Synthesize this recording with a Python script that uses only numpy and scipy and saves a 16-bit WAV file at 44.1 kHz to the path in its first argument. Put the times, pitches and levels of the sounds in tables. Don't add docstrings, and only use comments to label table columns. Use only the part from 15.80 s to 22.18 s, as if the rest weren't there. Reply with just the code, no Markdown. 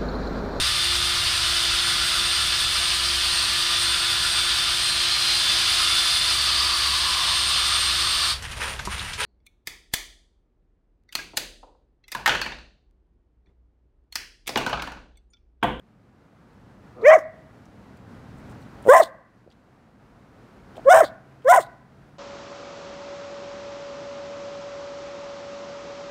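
import sys
import numpy as np
from scipy import signal
from scipy.fft import rfft, irfft, next_fast_len
from scipy.io import wavfile
from scipy.ndimage import uniform_filter1d, minimum_filter1d, map_coordinates

SR = 44100
rng = np.random.default_rng(int(sys.argv[2]) if len(sys.argv) > 2 else 0)


def voltage_ratio(decibels):
    exponent = np.asarray(decibels, float) / 20
    return 10 ** exponent


def output_pcm(signal):
    pcm = np.clip(np.atleast_2d(signal).T, -1, 1) * 32767
    wavfile.write(sys.argv[1], SR, np.round(pcm).astype(np.int16))


N = 281490

# (time [s], level [dB])
BACKGROUND_LEVEL = [(0, -59.5), (.25, -57.5), (1.19, -50.5), (1.4, -53), (2.27, -48), (2.72, -45), (3.05, -46),
                    (3.2, -50.5), (3.43, -58), (4.12, -55.5), (5.15, -45.5), (5.4, -53.5), (5.79, -51),
                    (6.04, -54), (6.38, -52.5)]
# (frequency [Hz], density [dB per Hz])
RUMBLE = [(12, -43), (20, -19), (43, -1.5), (86, -4), (120, 0.5), (161, -3.5), (203, -1), (300, -8),
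          (338, -23.5), (500, -19.5), (650, -31.5), (1100, -120)]
TYRES = [(150, -29.5), (250, -7.5), (303, -3), (493, -7), (735, -7.5), (831, -9.5), (1450, -12.5),
         (3340, -27.5), (4260, -28.5), (15200, -46), (16000, -50.5)]
TYRES_DB, TYRES_GROW = -56.5, 1.1
# (time [s], pitch [Hz], level [dB])
ENGINE = [(0, 119.3, -77), (2.6, 116, -50), (3.2, 126, -61.5), (4.4, 123, -72.5), (5.3, 132, -54),
          (6.38, 141, -53)]

# (time [s], pitch [Hz], tone [dB], overtone slope [dB per octave], pulses [dB])
GROWL = [(1.149, 325.6, -72, -4, -55), (1.175, 327.3, -73, -6.5, -44.5), (1.211, 351, -70.5, -4, -39.5),
         (1.234, 389, -69.5, -6.5, -31.5), (1.251, 397, -69, -6, -47.5)]
# (frequency [Hz], width [Hz], level [dB])
CHEST = [(230, 63, -3), (480, 68, -0.5), (1250, 95, -19)]
# (time [s], pitch [Hz], tone [dB], overtone slope [dB per octave])
GLIDES = [
    [(1.222, 404.5, -49, -13), (1.243, 445, -24, -5), (1.255, 500.5, -14, -2), (1.267, 557.3, -8.5, -2),
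     (1.285, 617.4, -3.5, -6), (1.305, 616.6, -4, -1), (1.32, 672.4, -16, 0), (1.343, 770, -7, -9.5)],
    [(3.085, 470.4, -32.5, -3), (3.091, 480.6, -5.5, -6), (3.11, 529.1, -2, -6.5), (3.128, 595.4, 1, -6),
     (3.145, 671.3, -20, -11.5), (3.175, 787.7, -22, 1), (3.198, 760, -16, -8)],
    [(5.05, 448.2, -55.5, -20), (5.072, 544.2, -13, -17.5), (5.088, 551.4, -6, -10),
     (5.098, 662.4, -9.5, -4), (5.114, 729, 0.5, -6.5), (5.13, 730, -4, -1), (5.142, 766.7, -15, -3),
     (5.203, 789.5, -14.5, -4)],
    [(5.646, 489, -46, -12), (5.66, 506.7, -20, -14), (5.68, 548.8, -14, -5), (5.692, 667.6, -7.5, -6.5),
     (5.715, 722, -2.5, -7), (5.728, 753.5, -13.5, -17), (5.768, 796.3, -14.5, -5)],
]
# (time [s], pulses [dB], build-up [s], fade [dB per s])
BREAKS = [(1.31, -7.5, .027, 247), (3.142, -4, .045, 293.5), (5.135, -8.5, .023, 201.5),
          (5.728, -8, .013, 280)]
# (time [s], tone [dB], pitch [Hz], last moan under the tone [dB])
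SNAPS = [(1.354, -7.5, 669.4, -15), (3.201, -3, 684.4, -18), (5.208, -4, 676.7, -11),
         (5.777, -5, 717, -19.5)]
# (time after [s], share of its pitch, share of the drop to the moan, overtone slope [dB per octave], pulses [dB])
FALL = [(0, 1.001, .01, -8, -31.5), (.009, .9, .15, -9.5, -30.5), (.016, .7, 0.64, -6, -30),
        (.027, .5, 1.01, 0, -42.5), (.047, 0.35, 2.1, 3, -52.5)]
RASP_START_DB, RASP_DB = -51, -31
# (frequency [Hz], width [Hz], level [dB])
THROATS = [
    [(630, 10, -3), (770, 6.9, -6), (1103, 27, -9), (1663, 11, -18), (1940, 31, -20.5)],
    [(658, 23, -3), (1042, 22, -5.5), (1702, 60, -22.5), (1954, 22, -21.5), (2030, 19, -26)],
    [(573, 8, -1.5), (758, 20, -4), (1026, 93, -9), (1760, 60, -18), (1890, 27, -25.5)],
    [(644, 37, 2), (1020.5, 17, 1), (1243, 17, -16), (1505, 38, -10), (1954, 76, -17.5)],
]
# (frequency [Hz], level over the pulses [dB])
LOCKS = [
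    (632, 7.5),
    (654.6, 2),
    (652, 5.5),
    (1008.7, 0),
    (480, -28.5),
]
# (frequency [Hz], gain [dB])
ASIDE = [(400, 7), (620, 1), (900, -12), (1130, -12.5), (1300, -24), (1600, -7.5), (1850, -5), (2200, -3.5),
         (2550, -21.5), (3100, -25.5), (4000, -54.5), (6000, -32.5), (9000, -50.5)]
FACING = [(400, 9.5), (700, -1.5), (1100, -1), (1250, -6), (1480, -5), (1800, -2), (2100, -11), (2600, -32),
          (3500, -18), (4400, -44), (5100, -23), (7200, -23.5), (10000, -34)]
CLOSING = [(250, -13.5), (420, -8.5), (560, -4), (660, 1), (850, -13.5), (1150, -4.5), (1400, -16),
           (1650, -8.5), (2000, -4), (2500, -29.5), (5000, -40), (9000, -41.5)]

# (time of full flow [s], teeth hiss [dB], time of puff, early in the first bark and
# closing the others [s], puff [dB])
BREATHS = [(1.274, -39, 1.2, -61), (3.098, -30, 3.228, -34), (5.11, -31, 5.25, -37.5),
           (5.698, -31, 5.816, -47.5)]
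# (time from full flow [s], level under it [dB])
FLOW_RISE = [(-.06, -43), (-.03, -27.5), (0, -0.4)]
# (time from the snap-back [s], level under full flow [dB])
FLOW_FALL = [(-.012, -3), (0, -6.5), (.012, -14), (.035, -13), (.1, -47.5)]
# (frequency [Hz], density [dB per Hz])
SIDE_TEETH = [(2820, -41), (4800, -13.5), (5390, -2), (5990, -1), (7940, -8), (8830, -12.5), (10300, -20.5),
              (11900, -16.5), (16000, -24)]
TEETH = [(2820, -46), (4800, -14.5), (5310, -3), (5810, -3), (8830, 3), (9380, -2.5), (10200, -9.5),
         (14500, -6), (16000, -11)]
LIPS = [(1500, -50.5), (2700, -23.5), (3500, 1), (4200, -0.5), (5000, -7.5), (5800, -19), (8000, -61)]
PHARYNX = [(1200, -38.5), (2300, -2.5), (2900, 4.5), (3700, -0.5), (4400, -14.5), (6000, -38)]
WHISTLE = [(8000, -40), (8800, -3), (9100, 0.5), (9400, -6), (10000, -40)]
SIZZLE = [(9500, -29.5), (11000, -2.5), (14800, 0.5), (16000, -3)]
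LEAK_DB, LEAK_SAG_DB = -17.5, -10.5
PUFF_RISE_S, PUFF_FALL_S, PUFF_REST_DB = 0.022, 0.073, -75.5
RASP_AIR_DB = -10
WHISTLE_DB, WHISTLE_GROWS = -14.5, .55
SIZZLE_DB = 6

# (frequency [Hz], t60 [s])
PATIO = [(200, 0.3), (700, 0.47), (2000, 0.73), (3500, 0.083), (10000, 0.11)]
# (delay [s], level [dB])
WALLS = [(.145, -40), (.19, -50), (.27, -55), (.35, -60)]
# (time [s], level [dB])
TOWARD_WALL = [(1.3, 2.5), (3.1, -14.5), (5.1, -6.5), (5.7, -13.5)]

# (time [s], peak [dB], centre [Hz], t60 [s])
SMACKS = [(1.8543, -50.5, 6440, 0.038), (2.172, -58, 4740, 0.035), (2.824, -50.5, 4400, 0.035),
          (3.025, -49, 10200, 0.035), (3.0414, -46.5, 3300, 0.035), (3.702, -52, 4860, 0.035),
          (3.714, -52, 3440, 0.033), (3.7208, -52, 4150, 0.047), (4.9561, -47, 3430, 0.037),
          (4.968, -41.5, 3560, 0.029), (4.9745, -54, 3040, 0.031), (5.0447, -49, 2980, 0.035),
          (5.6216, -51, 3210, 0.04)]
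# (time [s], level [dB], length [s])
RUSTLES = [(2.165, -67, .016), (2.55, -70.5, .07), (2.68, -67, .06), (2.79, -70, 0.066), (4.95, -67, .04)]
# (time [s], peak [dB], ring [Hz])
CREAKS = [(3.053, -25.5, 580), (3.063, -16, 530), (3.072, -10.5, 550), (3.081, -6, 481.4),
          (3.664, -44, 360), (3.676, -39.5, 514), (4.97, -33.5, 574), (4.98, -27.5, 635),
          (4.994, -31.5, 686)]
CREAK_T60_S, CREAK_ATTACK_S = .022, 0.00049


def unit(x):
    return x / np.sqrt(np.mean(x ** 2) + 1e-20)


def along(points, hz):
    f, v = np.transpose(points)
    return np.interp(np.log(hz + 1), np.log(f + 1), v)


def stretch(rows):
    s, *cols = np.transpose(sorted(rows))
    start = round(s[0] * SR)
    t = np.arange(start, min(N, round(s[-1] * SR))) / SR
    return start, [np.interp(t, s, c) for c in cols]


def wobble(n, rate):
    knots = rng.standard_normal(int(n * rate / SR) + 4)
    return map_coordinates(knots, [np.arange(n) * rate / SR])


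def filtered(x, response):
    m = next_fast_len(len(x) + 8192)
    return irfft(rfft(x, m) * response(np.fft.rfftfreq(m, 1 / SR)), m)[:len(x)]


def noise(n, spectrum):
    return unit(filtered(rng.standard_normal(n), lambda hz: voltage_ratio(along(spectrum, hz))))


def mottled(x, patchy_db):
    z = signal.stft(x, nperseg=128)[2]
    field = uniform_filter1d(rng.standard_normal(z.shape), size=2, axis=0)
    field = uniform_filter1d(field, size=22, axis=1)
    return unit(signal.istft(z * voltage_ratio(patchy_db * unit(field)), nperseg=128)[1][:len(x)])


def add(out, start, x):
    out[start:start + len(x)] += x[:len(out) - start]


def traffic():
    out = np.zeros(N)
    start, (rumble_db,) = stretch(BACKGROUND_LEVEL)
    hiss_db = TYRES_DB + TYRES_GROW * (rumble_db - rumble_db.mean())
    n = len(hiss_db)
    add(out, start, voltage_ratio(rumble_db + 1.2 * wobble(n, 2.5)) * noise(n, RUMBLE))
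    add(out, start, voltage_ratio(hiss_db + .8 * wobble(n, 12)) * noise(n, TYRES))
    start, (hz, note_db) = stretch(ENGINE)
    n = len(hz)
    turns = np.cumsum(hz + 5 * wobble(n, 9.4)) / SR
    add(out, start, voltage_ratio(note_db + 1.1 * wobble(n, 7.3)) * np.sin(2 * np.pi * turns))
    return out


def effort(glide, breaking, snap):
    at, pulses_db, build, fade = breaking
    back, tone_db, hz, moan_db = snap
    clear = glide + [(back + s, hz * share, tone_db + drop * moan_db, slope) for s, share, drop, slope, _ in FALL]
    last = glide[-1][0]
    rough = [(glide[0][0], RASP_START_DB), (at - build, RASP_DB), (at, pulses_db)]
    rough += [(last, pulses_db - fade * (last - at))]
    rough += [(back + row[0], row[-1]) for row in FALL]
    s, pitch, level_db, slope = np.transpose(sorted(clear))
    t = np.arange(s[0], s[-1], 1 / 1000)
    swell_db = 40 * np.log10(np.interp(t, s, voltage_ratio(level_db / 2)))
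    chaos_db = np.interp(t, *np.transpose(sorted(rough)))
    return list(zip(t, np.interp(t, s, pitch), swell_db, np.interp(t, s, slope), chaos_db))


def clear_tone(pitch, cycles, tone_db, slope_db, mouth):
    n = len(pitch)
    k = np.arange(1, 19)[:, None]
    shutting = np.clip((np.arange(n) - np.argmax(pitch)) / (0.012 * SR), 0, 1)
    tract_db = (1 - shutting) * along(mouth, k * pitch) + shutting * along(CLOSING, k * pitch)
    tract_db -= 9 * shutting * np.clip((540 - pitch) / 150, 0, 1) * np.log2(np.maximum(k / 2, 1))
    unsteady_db = 3.5 * (k > 1) * np.array([wobble(n, 70) for _ in k])
    gains = voltage_ratio(slope_db * np.log2(k) + tract_db + unsteady_db)
    return voltage_ratio(tone_db) * np.sum(gains * np.cos(2 * np.pi * k * cycles + .45 * k * k), 0)


def chaotic_pulses(pitch, cycles, chaos_db, throat, lock):
    n = len(pitch)
    closing = np.flatnonzero(np.diff(np.floor(cycles)))
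    draw = rng.standard_normal((400, 2))[:len(closing)]
    at = np.clip(closing + .35 * draw[:, 0] * SR / pitch[closing], 0, n - 1).astype(int)
    pulses = np.bincount(at, voltage_ratio(3.8 * draw[:, 1]), n)

    def throat_response(f):
        ring = 0
        for i, (centre, width, db) in enumerate(throat):
            w = width + 22
            ring = ring + (-1) ** i * voltage_ratio(db) * 1j * f * w / (centre * centre - f * f + 1j * f * w)
        low_cut = (1j * f / (300 + 1j * f)) ** 2
        return ring * low_cut / (1 + (1j * f / 2250) ** 2 + 1j * f / 3200) ** 2

    rung = unit(filtered(pulses, throat_response))
    swing = np.abs(uniform_filter1d(uniform_filter1d(rung ** 2, size=400), size=300)) + 0.045
    chaos = voltage_ratio(chaos_db) * rung / swing ** .4
    drift = np.cumsum(lock[0] + 9 * wobble(n, 90)) / SR
    return chaos + voltage_ratio(chaos_db + lock[1] + 2.2 * wobble(n, 160)) * np.sin(2 * np.pi * drift)


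def call(rows, throat, mouth, lock):
    start, (pitch, tone_db, slope_db, chaos_db) = stretch(rows)
    n = len(pitch)
    cycles = np.cumsum(pitch * (1 + .006 * wobble(n, 150))) / SR
    voice = clear_tone(pitch, cycles, tone_db, slope_db, mouth)
    voice = voice + chaotic_pulses(pitch, cycles, chaos_db, throat, lock)
    return start, voice * np.clip(np.arange(n)[::-1] / (.01 * SR), 0, 1)


def growl_and_barks():
    out = np.zeros(N)
    efforts = [effort(*parts) for parts in zip(GLIDES, BREAKS, SNAPS)] + [GROWL]
    mouths = [ASIDE, FACING, FACING, FACING, ASIDE]
    for parts in zip(efforts, THROATS + [CHEST], mouths, LOCKS):
        add(out, *call(*parts))
    return out


def breath(full, hiss_db, puff, puff_db, back, teeth):
    rise = [(full + s, hiss_db + db) for s, db in FLOW_RISE]
    fall = [(back + s, hiss_db + db) for s, db in FLOW_FALL]
    start, (flow_db,) = stretch(rise + fall)
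    n = len(flow_db)
    t = (start + np.arange(n)) / SR
    leak = voltage_ratio(flow_db + LEAK_DB + LEAK_SAG_DB * np.clip((t - full) / (back - full), 0, 1))
    puff_times = [puff - PUFF_RISE_S, puff, puff + PUFF_FALL_S]
    burst = voltage_ratio(np.interp(t, puff_times, [puff_db - 20, puff_db, PUFF_REST_DB], left=-120))
    flutter = unit(voltage_ratio(2.1 * wobble(n, 250) + 1.4 * wobble(n, 1300)))
    air = voltage_ratio(flow_db) * mottled(noise(n, teeth), patchy_db=2.5)
    air += (leak + burst) * noise(n, LIPS)
    air += voltage_ratio(flow_db + RASP_AIR_DB + 1.5 * wobble(n, 300)) * noise(n, PHARYNX)
    jet_db = hiss_db + WHISTLE_DB + WHISTLE_GROWS * (flow_db - hiss_db)
    air += voltage_ratio(jet_db) * np.hanning(n) * noise(n, WHISTLE)
    air += voltage_ratio(SIZZLE_DB) * leak * noise(n, SIZZLE)
    return start, flutter * air


def breaths():
    out = np.zeros(N)
    for air, snap, teeth in zip(BREATHS, SNAPS, [SIDE_TEETH, TEETH, TEETH, TEETH]):
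        add(out, *breath(*air, snap[0], teeth))
    return out


def air_blast(voice):
    return voltage_ratio(-30.0) * filtered(voice ** 2, lambda f: 1 / (1 + (f / 120) ** 4))


def patio(x):
    hz, t, z = signal.stft(rng.standard_normal(SR // 2), SR, nperseg=256)
    tail = signal.istft(z * voltage_ratio(-60 * t / along(PATIO, hz)[:, None]), SR, nperseg=256)[1]
    wet = voltage_ratio(-31.0) * signal.fftconvolve(np.pad(x, (700, 0)), tail / np.linalg.norm(tail))[:N]

    def slaps(f):
        echoes = sum(voltage_ratio(db) * np.exp(-2j * np.pi * f * s) for s, db in WALLS)
        favoured = 1 + 1.3 / (1 + ((f - 625) / 60) ** 2)
        return echoes / (1 + (f / 1100) ** 2) * favoured

    aim = voltage_ratio(np.interp(np.arange(N) / SR, *np.transpose(TOWARD_WALL)))
    return wet + filtered(x * aim, slaps)


def lip_smacks():
    out, t = np.zeros(N), np.arange(SR // 40) / SR
    for s, db, hz, t60 in SMACKS:
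        snap = noise(len(t), [(hz * 0.29, -30), (hz, 0), (hz * 1.0, -8), (hz * 3.5, -35)])
        add(out, round(s * SR), voltage_ratio(db - 7.5 - 60 * t / t60) * snap)
    return out


def fur_rustles():
    out = np.zeros(N)
    for s, db, length in RUSTLES:
        n = round(length * SR)
        add(out, round(s * SR), voltage_ratio(db + 2.7 * wobble(n, 300)) * np.hanning(n) * noise(n, TEETH))
    return out


def throat_creaks():
    out, t = np.zeros(N), np.arange(SR // 40) / SR
    for s, db, hz in CREAKS:
        envelope = voltage_ratio(db + 3 - 60 * t / CREAK_T60_S) * (1 - np.exp(-t / CREAK_ATTACK_S))
        add(out, round(s * SR), envelope * np.sin(2 * np.pi * hz * t))
    return out


def scene():
    road = traffic()
    dog = growl_and_barks() + breaths() + lip_smacks() + fur_rustles() + throat_creaks()
    return (road + dog + air_blast(dog) + patio(dog))[None]


def low_pass(x):
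    return signal.sosfilt(signal.butter(12, 16240, fs=SR, output="sos"), x)


def record(dry):
    need = np.minimum(1, .86 / (np.abs(dry) + 1e-9))
    limited = dry * uniform_filter1d(minimum_filter1d(need, size=260), size=130)

    def phone_band(f):
        bass_cut = 1j * f / (40 + 1j * f) * 1j * f / (25 + 1j * f)
        return np.clip((15900 - f) / 150, 0, 1) * bass_cut

    mix = filtered(limited[0], phone_band)[None]
    return low_pass(mix)


dry = scene()
out = record(dry)
output_pcm(out)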